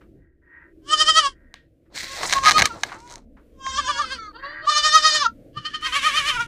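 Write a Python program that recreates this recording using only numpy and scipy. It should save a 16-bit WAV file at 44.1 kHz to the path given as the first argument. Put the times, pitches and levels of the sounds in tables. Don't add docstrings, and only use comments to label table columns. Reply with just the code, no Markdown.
import sys
import numpy as np
from scipy import signal
from scipy.fft import rfft, irfft, next_fast_len
from scipy.io import wavfile
from scipy.ndimage import uniform_filter1d

SR = 44100
rng = np.random.default_rng(int(sys.argv[2]) if len(sys.argv) > 2 else 0)


def generate_wav(signal):
    frames = np.transpose(np.atleast_2d(signal))
    scaled = np.clip(frames, -1, 1) * 32767
    pcm = np.round(scaled).astype(np.int16)
    wavfile.write(sys.argv[1], SR, pcm)


N = 285327

# freq_hz, density_db [dB per Hz]
RUMBLE_SPECTRUM = [(13, -34.5), (22, -4), (67, -0.5), (141, -11.5), (200, -8.5), (240, -9), (328, -2.5),
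                   (430, -11.5), (600, -22.5), (800, -34), (1200, -46.5), (2000, -46.5), (5600, -58),
                   (15000, -58)]
# time_s, level_db, bass_tilt_db_per_octave
RUMBLE_GUSTS = [(0, -46.5, -2), (.18, -44.5, 1.5), (.31, -58, 2.5), (.54, -54.5, 0), (.92, -44, -1),
                (1.059, -41.5, 1), (1.37, -46.5, 0), (1.8, -52, -1), (2.2, -42.5, 1.5), (2.41, -44, 5),
                (2.54, -39, -4), (2.94, -45.5, 0), (3.3, -44.5, 1.5), (3.44, -48, -1), (3.84, -39, 0),
                (4.18, -43, -0.5), (4.75, -47, 0), (5.481, -40.5, 0), (5.62, -44, 0), (6.47, -40, 1)]
# start_s, onset_level_db, t60_s, band_hz
DULL_BUMPS = [(.008, -51, 0.14, 1760), (1.55, -53.5, 0.23, 3600), (1.853, -67.5, 0.18, 2000),
              (2.885, -37, 0.22, 2000), (2.915, -31, 0.14, 1630), (3.366, -52.5, 0.2, 1507),
              (5.568, -32, 0.15, 150)]
# start_s, attack_s, hold_s, release_s, hold_level_db
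HOARSE_CALLS = [(.14, .07, 0.055, 0.17, -70), (0.418, 0.13, 0.089, 0.09, -48.5),
                (1.296, 0.019, 0.22, .04, -64), (1.533, 0.025, 0.0084, 0.11, -57),
                (4.387, 0.044, 0.18, 0.048, -37)]
# freq_hz, width_hz (each of two passes), level_db
HOARSE_RESONANCES = [(956, 65, -14.5), (1670, 390, -1), (1850, 170, 0.5)]
# time_s, rasp_level_db, fine_rasp_db (against rasp)
RUB_LEVELS = [(1.9, -84, -10.5), (1.96, -32, -8.5), (2.05, -34.5, -7), (2.1, -40, -5.5),
              (2.24, -30.5, -4.5), (2.28, -34.5, 1), (2.33, -27.5, -4.5), (2.42, -43.5, -2),
              (2.46, -31, -6), (2.52, -31.5, -2), (2.545, -46, 8), (2.59, -20, -11), (2.635, -42.5, -7),
              (2.66, -27.5, -7.5), (2.69, -47, -5.5), (2.79, -59, 3), (2.87, -46, -5.5), (2.95, -57.5, 0),
              (3.05, -63, -2), (3.12, -49, -1.5), (3.25, -84, 0)]
# freq_hz, density_db [dB per Hz]
RASP_SPECTRUM = [(900, -30), (1500, -10), (2050, -2.5), (2900, -15), (4200, -3.5), (5000, -12.5),
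                 (7000, -31)]
FINE_RASP_SPECTRUM = [(3500, -28.5), (5200, 2), (6800, 0), (8000, -2.5), (10000, -12), (12500, -28),
                      (15500, -21.5)]
# time_s, low_rasp_db, thud_db
HAND_JOLTS = [(1.962, -53.5, -44.5), (2.04, -47, -49), (2.15, -59, -62), (2.2, -37.5, -73),
              (2.238, -30.5, -42.5), (2.345, -29.5, -38.5), (2.46, -45, -35.5), (2.52, -42.5, -40.5),
              (2.59, -28, -32.5), (2.623, -40, -26), (2.76, -38.5, -43), (2.87, -43, -47),
              (2.95, -39.5, -51), (3.12, -46.5, -65), (3.18, -52.5, -62.5)]
# time_s, strength_db, hardness_db_per_octave
SINGLE_SLIPS = [(1.5409, -24, 0), (1.965, -24, 0), (1.977, -19, 0), (2.232, -17, -5), (2.2968, -13.7, 0),
                (2.3094, -14.4, 0), (2.3355, -4.5, 0), (2.3798, -18, 0), (2.385, -18, -5),
                (2.4365, -16.6, 0), (2.4506, -9.6, 0), (2.6108, -8, -3), (2.9257, -30.7, -6),
                (2.9453, -38.4, 9), (3.0032, -38.9, 9), (3.0763, -40.7, 9), (3.0993, -37.6, 9),
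                (3.1071, -35.4, 9), (3.1129, -32.9, 9), (3.1239, -31.3, 9), (3.1394, -30.7, 9),
                (3.1571, -26, 9), (3.1806, -40.2, 9), (3.6652, -26, -6)]
# start_s, slip_count, mean_gap_s, first_strength_db, loss_db_per_slip,
# hardness_db_per_octave
CREAK_RUNS = [(2.3254, 3, .0021, -7, -.5, 0), (2.4573, 15, .003, -7.5, -.2, -1),
              (2.5099, 4, .004, -5, 1.5, 0), (2.582, 2, .002, -7, -2, 0), (2.5916, 4, .003, -4.5, 1.2, 0),
              (2.6205, 4, .0017, -3, 1.5, -1), (2.6557, 4, .0017, -1, 5, 4), (2.8342, 3, .0012, -8, 3, -1)]
# freq_hz, level_db, t60_s
PLANK_MODES = [(684, -14, 0.015), (1131, -9, 0.014), (1635, -6, 0.017), (2145, 0, 0.0069),
               (3010, -5, 0.0054), (4010, 0.5, 0.0047), (5390, -1, 0.0024), (6380, -2, 0.004),
               (9280, -12, 0.0037)]
# time_s, pitch_hz, level_db, jaw_lift_db, following_dip_db
BLEAT_TURNS = [
    [(.82, 506, -68.5, 9, -0.5), (.892, 583, -30, 2, 0.5), (.932, 624, -12, 10, 15),
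     (1.016, 623.5, -12.5, 2.5, 16.5), (1.095, 635, -11, 3.5, 14.5), (1.185, 642, -9.5, 6, 12),
     (1.269, 550, -19.5, 14, -0.5), (1.339, 501.5, -58, 0, 0)],
    [(2.03, 516, -46.5, -8, 1.5), (2.122, 545.6, -33.5, -12, -3.5), (2.225, 536, -53, -18, 29.5),
     (2.371, 547, -16.5, 11.5, 12), (2.447, 538.4, -19.5, 2, -5), (2.46, 538, -46, -6, 0)],
    [(2.43, 603, -29, -8, 0), (2.472, 626, -9, 17, 21), (2.57, 624.5, -12.5, 7.5, 17.5),
     (2.655, 627, -22, -0.5, 14.5), (2.713, 453, -28.5, 23, -1), (2.757, 450, -44.5, -6, 0)],
    [(2.93, 412, -48.5, 9.5, 3), (2.966, 435, -46, -2, 6), (3.046, 487, -46.5, -5.5, 4.5),
     (3.155, 477, -45, 11.5, 0), (3.167, 479, -71.5, -7.5, -1.5)],
    [(3.52, 538, -77.5, -10, -0.5), (3.61, 532, -39, 13.5, 5), (3.672, 532, -21, 14, 7),
     (3.773, 534.6, -24, 2, 12), (3.877, 510.5, -26, 2.5, 8.5), (3.99, 470, -28.5, 10, 15),
     (4.047, 431, -27, 31, -1), (4.059, 396, -56, -7, 0)],
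    [(3.68, 532, -37, 0, 0), (3.708, 527, -34, -24, 10), (3.79, 592.6, -18.5, 14.5, 16),
     (3.9, 594.4, -19, 11.5, 13.5), (4.005, 600.5, -17.5, 10, 13.5), (4.131, 536.3, -25, -3, 1),
     (4.179, 491, -41.5, -23, -0.5), (4.2, 485, -58, -26, 0)],
    [(4.16, 461, -49, -9, 2), (4.19, 451.6, -34, 3.5, 5), (4.29, 411, -35, 18, 0),
     (4.32, 370, -54.5, 4, -1)],
    [(4.33, 426, -55, 0, 0), (4.364, 461, -38, -5, 6.5), (4.396, 530, -43.5, -2, 12),
     (4.442, 556.4, -31.5, 5, 2.5), (4.512, 593.6, -42.5, -7, 2), (4.615, 596, -47.5, -1, -2.5),
     (4.655, 645, -35, -10, 3), (4.67, 647, -50, -10, 0)],
    [(4.64, 537, -59, -9, 1), (4.676, 583, -16.5, 21.5, 0.5), (4.696, 612, -10, 15, 11),
     (4.778, 606, -12, 6.5, 13), (4.856, 616.5, -12, 4, 11.5), (4.959, 633, -7, 11.5, 15.5),
     (5.059, 626.6, -11, 7, 6), (5.161, 613.4, -15.5, -9, 6), (5.221, 586.6, -19, 7.5, 8),
     (5.265, 451.3, -11, 31.5, -0.5), (5.285, 455, -44, 23, -1), (5.316, 443, -75, 17, 0.5)],
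    [(5.53, 542, -69.5, -6, 1), (5.576, 606, -24.5, 15.5, 18.5), (5.662, 615, -23.5, 2.5, 17),
     (5.75, 614, -24, -0.5, 16.5), (5.835, 620, -26.5, 7, 0.5), (5.867, 632, -22.5, -7, 25.5),
     (5.93, 623, -23.5, 2.5, 12), (6.065, 615, -22, 2.5, 14), (6.181, 616, -17, -0.5, 22),
     (6.286, 617.4, -19.5, -15, -1), (6.328, 620, -29.5, 8.5, -2), (6.35, 620, -55, 9, 0)],
    [(5.81, 477, -47, 0, 0), (5.872, 533.7, -27, 15, 12), (5.964, 576.2, -19, 9, 13),
     (6.069, 629, -16, 14, 13), (6.179, 630.5, -17, 15.5, 11.5), (6.29, 615, -19.5, 8.5, 9.5),
     (6.369, 481.3, -24, 23, 4.5), (6.409, 480, -18.5, 34, 0.5), (6.465, 458, -45, 10, 2)],
]
# pitch_sag_hz_per_db, sag_share_when_fallen, jaw_drop_db_per_db,
# firm_share (of the gap, beside each crest), fall_share, rise_share
BLEAT_SLACK = [(2, .9, 0.7, .1, .25, .45), (0.4, .9, 0.4, .08, 0.38, .3), (1.25, 1.2, 1.04, .08, 0.41, .35),
               (0.4, .9, .2, .08, .4, .35), (0.6, 0.903, 1.2, 0.059, .4, .35), (4, .9, 2, .04, .15, .25),
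               (0, .9, 2.5, .08, 0.41, 0.082), (0.2, .9, .4, 0.087, .3, 0.35), (2, .8, .9, .06, .4, .35),
               (2.2, 0.101, 0.4, .06, .35, .16), (6, .9, .8, .03, .33, .45)]
# freq_hz, level_db
BLEAT_THROATS = [
    [(620.0, -23), (1240.0, -7.5), (1870.0, -13), (2490.0, -26), (3110.0, -1.5), (3730.0, -19),
     (4360.0, -15.5), (4980.0, -11), (6220.0, -17.5), (8090.0, -20), (10580.0, -30.5), (14940.0, -83.5)],
    [(540.0, -19), (1090.0, -0.5), (1630.0, -13), (2170.0, -26), (2720.0, -21.5), (3260.0, -26.5),
     (3800.0, -24.5), (4340.0, -31), (4890.0, -27.5), (5430.0, -19.5), (5970.0, -15.5), (7060.0, -28),
     (8690.0, -37.5), (13030.0, -53)],
    [(610.0, -18.5), (1220.0, 0), (1830.0, -18.5), (2450.0, -12), (3060.0, -13.5), (3670.0, -16.5),
     (4280.0, -9), (4890.0, -15), (5500.0, -18), (6120.0, -12), (6730.0, -27), (7950.0, -25.5),
     (9790.0, -43), (14680.0, -63)],
    [(480.0, -18), (950.0, 11), (1430.0, 0), (1910.0, -33), (2390.0, -12), (3340.0, -23), (4770.0, -32),
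     (11450.0, -38)],
    [(510.0, -35), (1020.0, -4), (1530.0, -12), (2040.0, -31.5), (2550.0, -24), (3060.0, -9.5),
     (3580.0, -12), (4090.0, -34), (5110.0, -17), (6640.0, -14.5), (8680.0, -27.5), (12260.0, -46)],
    [(550.0, -22), (1100.0, -7.5), (1650.0, -6), (2210.0, -21), (2760.0, -20), (3310.0, -10.5),
     (3860.0, -24), (4410.0, -11), (5510.0, -23), (7170.0, -29), (9370.0, -26), (13230.0, -60)],
    [(450.0, -27), (900.0, -38), (1340.0, -3), (1790.0, -25), (2240.0, -18), (2690.0, -55), (3130.0, -39),
     (3580.0, -22), (4030.0, -35), (4480.0, -11), (4930.0, -52), (5820.0, -32), (7160.0, -35),
     (10750.0, -55)],
    [(590.0, -17), (1170.0, -6.5), (1760.0, -13.5), (2340.0, -39), (2930.0, -21.5), (3510.0, -29),
     (4100.0, -25.5), (4680.0, -15.5), (5270.0, -57), (5850.0, -46), (6440.0, -57), (7610.0, -54),
     (9370.0, -69), (14050.0, -67)],
    [(610.0, -23.5), (1220.0, -7), (1830.0, -10.5), (2430.0, -20.5), (3040.0, -11), (3650.0, -11.5),
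     (4260.0, -10.5), (4870.0, -11), (6090.0, -14.5), (7910.0, -24), (10350.0, -32.5), (14610.0, -62.5)],
    [(620.0, -45), (1230.0, -7.5), (1850.0, -11), (2470.0, -22.5), (3080.0, -2.5), (3700.0, -24),
     (4310.0, -13.5), (4930.0, -18.5), (6160.0, -26.5), (8010.0, -34.5), (10480.0, -43), (14790.0, -78)],
    [(590.0, -21), (1190.0, -9.5), (1780.0, -4.5), (2370.0, -2.5), (2960.0, -7), (3560.0, -7.5),
     (4150.0, -14.5), (4740.0, -17), (5930.0, -15.5), (7710.0, -20), (10080.0, -23.5), (14230.0, -44)],
]
BLEAT_BREATH_DB = [-14, -26, -18, -24, -26, -14, -18, -11, -15, -11, -7]
BLEAT_JITTER = [.006, .005, .005, .005, .004, .007, .008, .014, .005, .006, .008]

HOARSE_PULSE_HZ, HOARSE_EDGE_DB = 76, -20.5
JOLT_RISE_DB_PER_S, JOLT_FALL_DB_PER_S = 351.5, 350.5
GRAINS_PER_S = 4000
GAP_SCATTER_SHARE, SLIP_SCATTER_DB, MODE_SCATTER_DB = .2, 1.5, 2.0
JAW_HZ, JAW_WIDTH_HZ = 1211, 330
STEADY_DB = 9
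PEN_T60_S, GOAT_PEN_DB, PLANK_PEN_DB = .1, -16, -23.5
CUTOFF_HZ = 15760


def amp(db):
    return 10 ** (np.asarray(db) / 20)


def rms_one(x):
    return x / np.sqrt(np.mean(x ** 2) + 1e-20)


def at_hz(points, hz):
    freq_hz, level_db = np.array(points)[:, 0], np.array(points)[:, 1]
    return np.interp(np.log(np.maximum(hz, 1)), np.log(freq_hz), level_db)


def span(rows):
    time_s, *columns = np.transpose(rows)
    at = np.arange(round(time_s[0] * SR), min(round(time_s[-1] * SR), N))
    return at[0], [np.interp(at / SR, time_s, column) for column in columns]


def drift(rate_hz, size):
    draws = rng.standard_normal(int(size * rate_hz // SR + 2))
    return np.interp(np.arange(size) * rate_hz / SR, np.arange(len(draws)), draws)


def coloured(x, spectrum):
    size = next_fast_len(len(x))
    gain = amp(at_hz(spectrum, np.fft.rfftfreq(size, 1 / SR)))
    return rms_one(irfft(rfft(x, size) * gain, size)[:len(x)])


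def bandpass(x, order, low_hz, high_hz):
    return signal.sosfilt(signal.butter(order, [low_hz, high_hz], "band", fs=SR, output="sos"), x)


def band(x, low_hz, high_hz):
    return rms_one(bandpass(x, 2, low_hz, high_hz))


def ring(clicks, hz, t60_s):
    r, w = amp(-60 / (t60_s * SR)), 2 * np.pi * hz / SR
    return signal.lfilter([0, np.sin(w)], [1, -2 * r * np.cos(w), r * r], clicks + 1e-18)


def resonance(x, hz, width_hz):
    r = np.exp(-np.pi * width_hz / SR)
    feedback = [1, -2 * r * np.cos(2 * np.pi * hz / SR), r * r]
    return signal.lfilter([(1 - r * r) / 2, 0, (r * r - 1) / 2], feedback, x)


def pen(x):
    t = np.arange(round(.4 * SR)) / SR
    dulled = signal.lfilter([1], [1, -.5], rng.standard_normal(len(t)))
    tail = dulled * amp(-60 * t / PEN_T60_S) * (t > .004)
    return signal.fftconvolve(x, tail / np.sqrt(np.sum(tail ** 2)))[:N]


def rumble():
    time_s, *columns = np.transpose(RUMBLE_GUSTS)
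    level_db, tilt_db = [np.interp(np.arange(N) / SR, time_s, column) for column in columns]
    noise = coloured(rng.standard_normal(N), RUMBLE_SPECTRUM)
    edges_hz = [15, 45, 90, 180, 280, 450, 900, 16000]
    out = np.zeros(N)
    for low_hz, high_hz in zip(edges_hz, edges_hz[1:]):
        swell_db = 1.5 * drift(7, N) + 1.5 * drift(2, N)
        out += bandpass(noise, 2, low_hz, high_hz) * amp(tilt_db * np.log2(180 / low_hz) + swell_db)
    return out * amp(level_db)


def bumps():
    out, t = np.zeros(N), np.arange(SR // 2) / SR
    for start_s, level_db, t60_s, hz in DULL_BUMPS:
        noise = band(rng.standard_normal(len(t)), hz * 0.52, hz * 1.08)
        puff = noise * amp(level_db - 60 * t / t60_s) * np.minimum(t / 0.006, 1)
        out[round(start_s * SR):][:len(t)] += puff
    return out


def hoarse_calls():
    cycles = np.cumsum(HOARSE_PULSE_HZ * (1 + 0.035 * drift(24, N))) / SR
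    puffs = np.diff(np.floor(cycles), prepend=0) + .035 * rng.standard_normal(N)
    puffs = puffs + .8 * pen(puffs)
    voice = np.zeros(N)
    for hz, width_hz, level_db in HOARSE_RESONANCES:
        once = resonance(puffs, hz, width_hz)
        voice += amp(level_db) * rms_one(resonance(once, hz, width_hz))
    voice = band(voice, 850, 2300)
    gain = np.zeros(N)
    for start_s, attack_s, hold_s, release_s, hold_db in HOARSE_CALLS:
        times_s = start_s + np.cumsum([0, attack_s, hold_s, release_s])
        corners_db = hold_db + HOARSE_EDGE_DB * np.array([1, 0, 0, 1])
        start, (level_db,) = span(np.transpose([times_s, corners_db]))
        gain[start:start + len(level_db)] += amp(level_db)
    return voice * uniform_filter1d(gain, size=600)


def jolts(start, size):
    time_s, *levels_db = np.transpose(HAND_JOLTS)
    since_s = (start + np.arange(size)) / SR - time_s[:, None]
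    shape_db = np.minimum(JOLT_RISE_DB_PER_S * since_s, -JOLT_FALL_DB_PER_S * since_s)
    return [np.sum(amp(level_db[:, None] + shape_db), axis=0) for level_db in levels_db]


def rub():
    start, (rasp_db, fine_db) = span(RUB_LEVELS)
    size, out = len(rasp_db), np.zeros(N)
    grains = (rng.random((3, size)) < GRAINS_PER_S / SR) * rng.standard_normal((3, size))
    grains = grains * amp(2.5 * np.array([drift(90, size) for _ in grains]))
    rasp = amp(rasp_db) * coloured(grains[0], RASP_SPECTRUM)
    fine_rasp = amp(rasp_db + fine_db) * coloured(grains[1], FINE_RASP_SPECTRUM)
    low_rasp = band(grains[2], 500, 1200)
    thud = band(rng.standard_normal(size), 30, 480) * amp(3.0 * drift(40, size))
    low_gain, thud_gain = jolts(start, size)
    out[start:start + size] = rasp + fine_rasp + low_gain * low_rasp + thud_gain * thud
    return out


def slips():
    rows = list(SINGLE_SLIPS)
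    for start_s, count, gap_s, first_db, loss_db, hardness_db in CREAK_RUNS:
        for k, (late, strong) in enumerate(rng.standard_normal((count, 2))):
            time_s = start_s + gap_s * (k + GAP_SCATTER_SHARE * late * (k > 0))
            rows.append((time_s, first_db - loss_db * k + SLIP_SCATTER_DB * strong, hardness_db))
    return np.transpose(rows)


def creak():
    time_s, strength_db, hardness_db = slips()
    at = (time_s * SR).astype(int)
    luck = rng.standard_normal((len(at), len(PLANK_MODES)))
    modes = np.zeros(N)
    for k, (hz, mode_db, t60_s) in enumerate(PLANK_MODES):
        treble_db = hardness_db * np.log2(hz / 4000)
        strike_db = strength_db + mode_db - 3.0 + treble_db + MODE_SCATTER_DB * luck[:, k]
        clicks = np.zeros(N)
        clicks[at] = amp(strike_db) * (-1) ** k
        modes += ring(clicks, hz, t60_s)
    tears = np.zeros(N)
    tears[at] = amp(strength_db - 26.5 + .5 * hardness_db)
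    tear_gain = signal.lfilter([1], [1, -amp(-60 / (.02 * SR))], tears)
    return tear_gain * band(rng.standard_normal(N), 4000, 10000) + bandpass(modes, 4, 650, 8500)


def throbs(rows, slack):
    sag_hz, early, jaw_db, hold, fall, rise = slack
    turns = np.clip([0, hold, hold + fall, 1 - hold - rise, 1 - hold], 0, 1)
    turns = np.maximum.accumulate(turns)[:, None]
    firm = [0, 0, 0.017, 0]
    fallen = [0, early * sag_hz, 0.98, jaw_db]
    lowest = [0, sag_hz, 1, jaw_db]
    slackness = np.array([firm, firm, fallen, lowest, firm])
    rows = np.array(rows)
    gaps = [a[:4] + turns * (b - a)[:4] - slackness * a[4] for a, b in zip(rows, rows[1:])]
    return np.vstack(gaps + [rows[-1:, :4]])


def bleat(rows, throat, breath_db, jitter, shimmer_db=1.5, clear_hz=7500):
    start, (pitch_hz, level_db, jaw_db) = span(rows)
    size = len(pitch_hz)
    below_db = level_db - np.max(level_db)
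    unsteadiness = jitter * np.clip(-below_db / STEADY_DB, 1, 3)
    pitch_hz = uniform_filter1d(pitch_hz, size=400) * (1 + unsteadiness * drift(150, size))
    phase = 2 * np.pi * np.cumsum(pitch_hz) / SR
    orders = np.arange(1, 17)[:, None]
    hz = orders * pitch_hz
    jaw = np.exp(-((hz - JAW_HZ) / JAW_WIDTH_HZ) ** 2)
    slack_db = 0.11 * np.minimum(below_db + 10.5, 0) * np.log2(hz / JAW_HZ)
    shimmer = np.sqrt(orders) * np.array([drift(70, size) for _ in orders])
    gains = amp(at_hz(throat, hz) + jaw * jaw_db + slack_db + shimmer_db * shimmer)
    tone_rms = np.sqrt(uniform_filter1d(np.sum(gains ** 2, axis=0), size=600) / 2)
    gains = gains / (1 + (hz / clear_hz) ** 4)
    gains = gains * amp(np.maximum(.5 * np.minimum(below_db + 13, 0), -10))
    start_phases = rng.uniform(0, 2 * np.pi, orders.shape)
    tone = np.sum(gains * np.sin(orders * phase + start_phases), axis=0)
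    hiss = [(f, db + 2.5 * np.log2(f / 2000)) for f, db in throat]
    breath = coloured(rng.standard_normal(size) * (1 + 0.42 * np.cos(phase)), hiss)
    voice = tone + amp(breath_db) * breath * np.median(tone_rms)
    return start, amp(uniform_filter1d(level_db, size=300)) * voice / tone_rms


def kids():
    out = np.zeros(N)
    voices = zip(BLEAT_TURNS, BLEAT_SLACK, BLEAT_THROATS, BLEAT_BREATH_DB, BLEAT_JITTER)
    for rows, slack, throat, breath_db, jitter in voices:
        start, call = bleat(throbs(rows, slack), throat, breath_db, jitter)
        out[start:start + len(call)] += call
    return out


def scene():
    background = rumble() + bumps() + hoarse_calls()
    hand, wood, goats = rub(), creak(), kids()
    walls = pen(amp(GOAT_PEN_DB) * goats + amp(PLANK_PEN_DB) * wood)
    return (background + hand + wood + goats + walls)[None]


def record(dry):
    rounded = dry / (1 + np.abs(dry / .95) ** 4) ** .25
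    return signal.sosfilt(signal.cheby2(24, 60, CUTOFF_HZ, fs=SR, output="sos"), rounded)


dry = scene()
out = record(dry)
generate_wav(out)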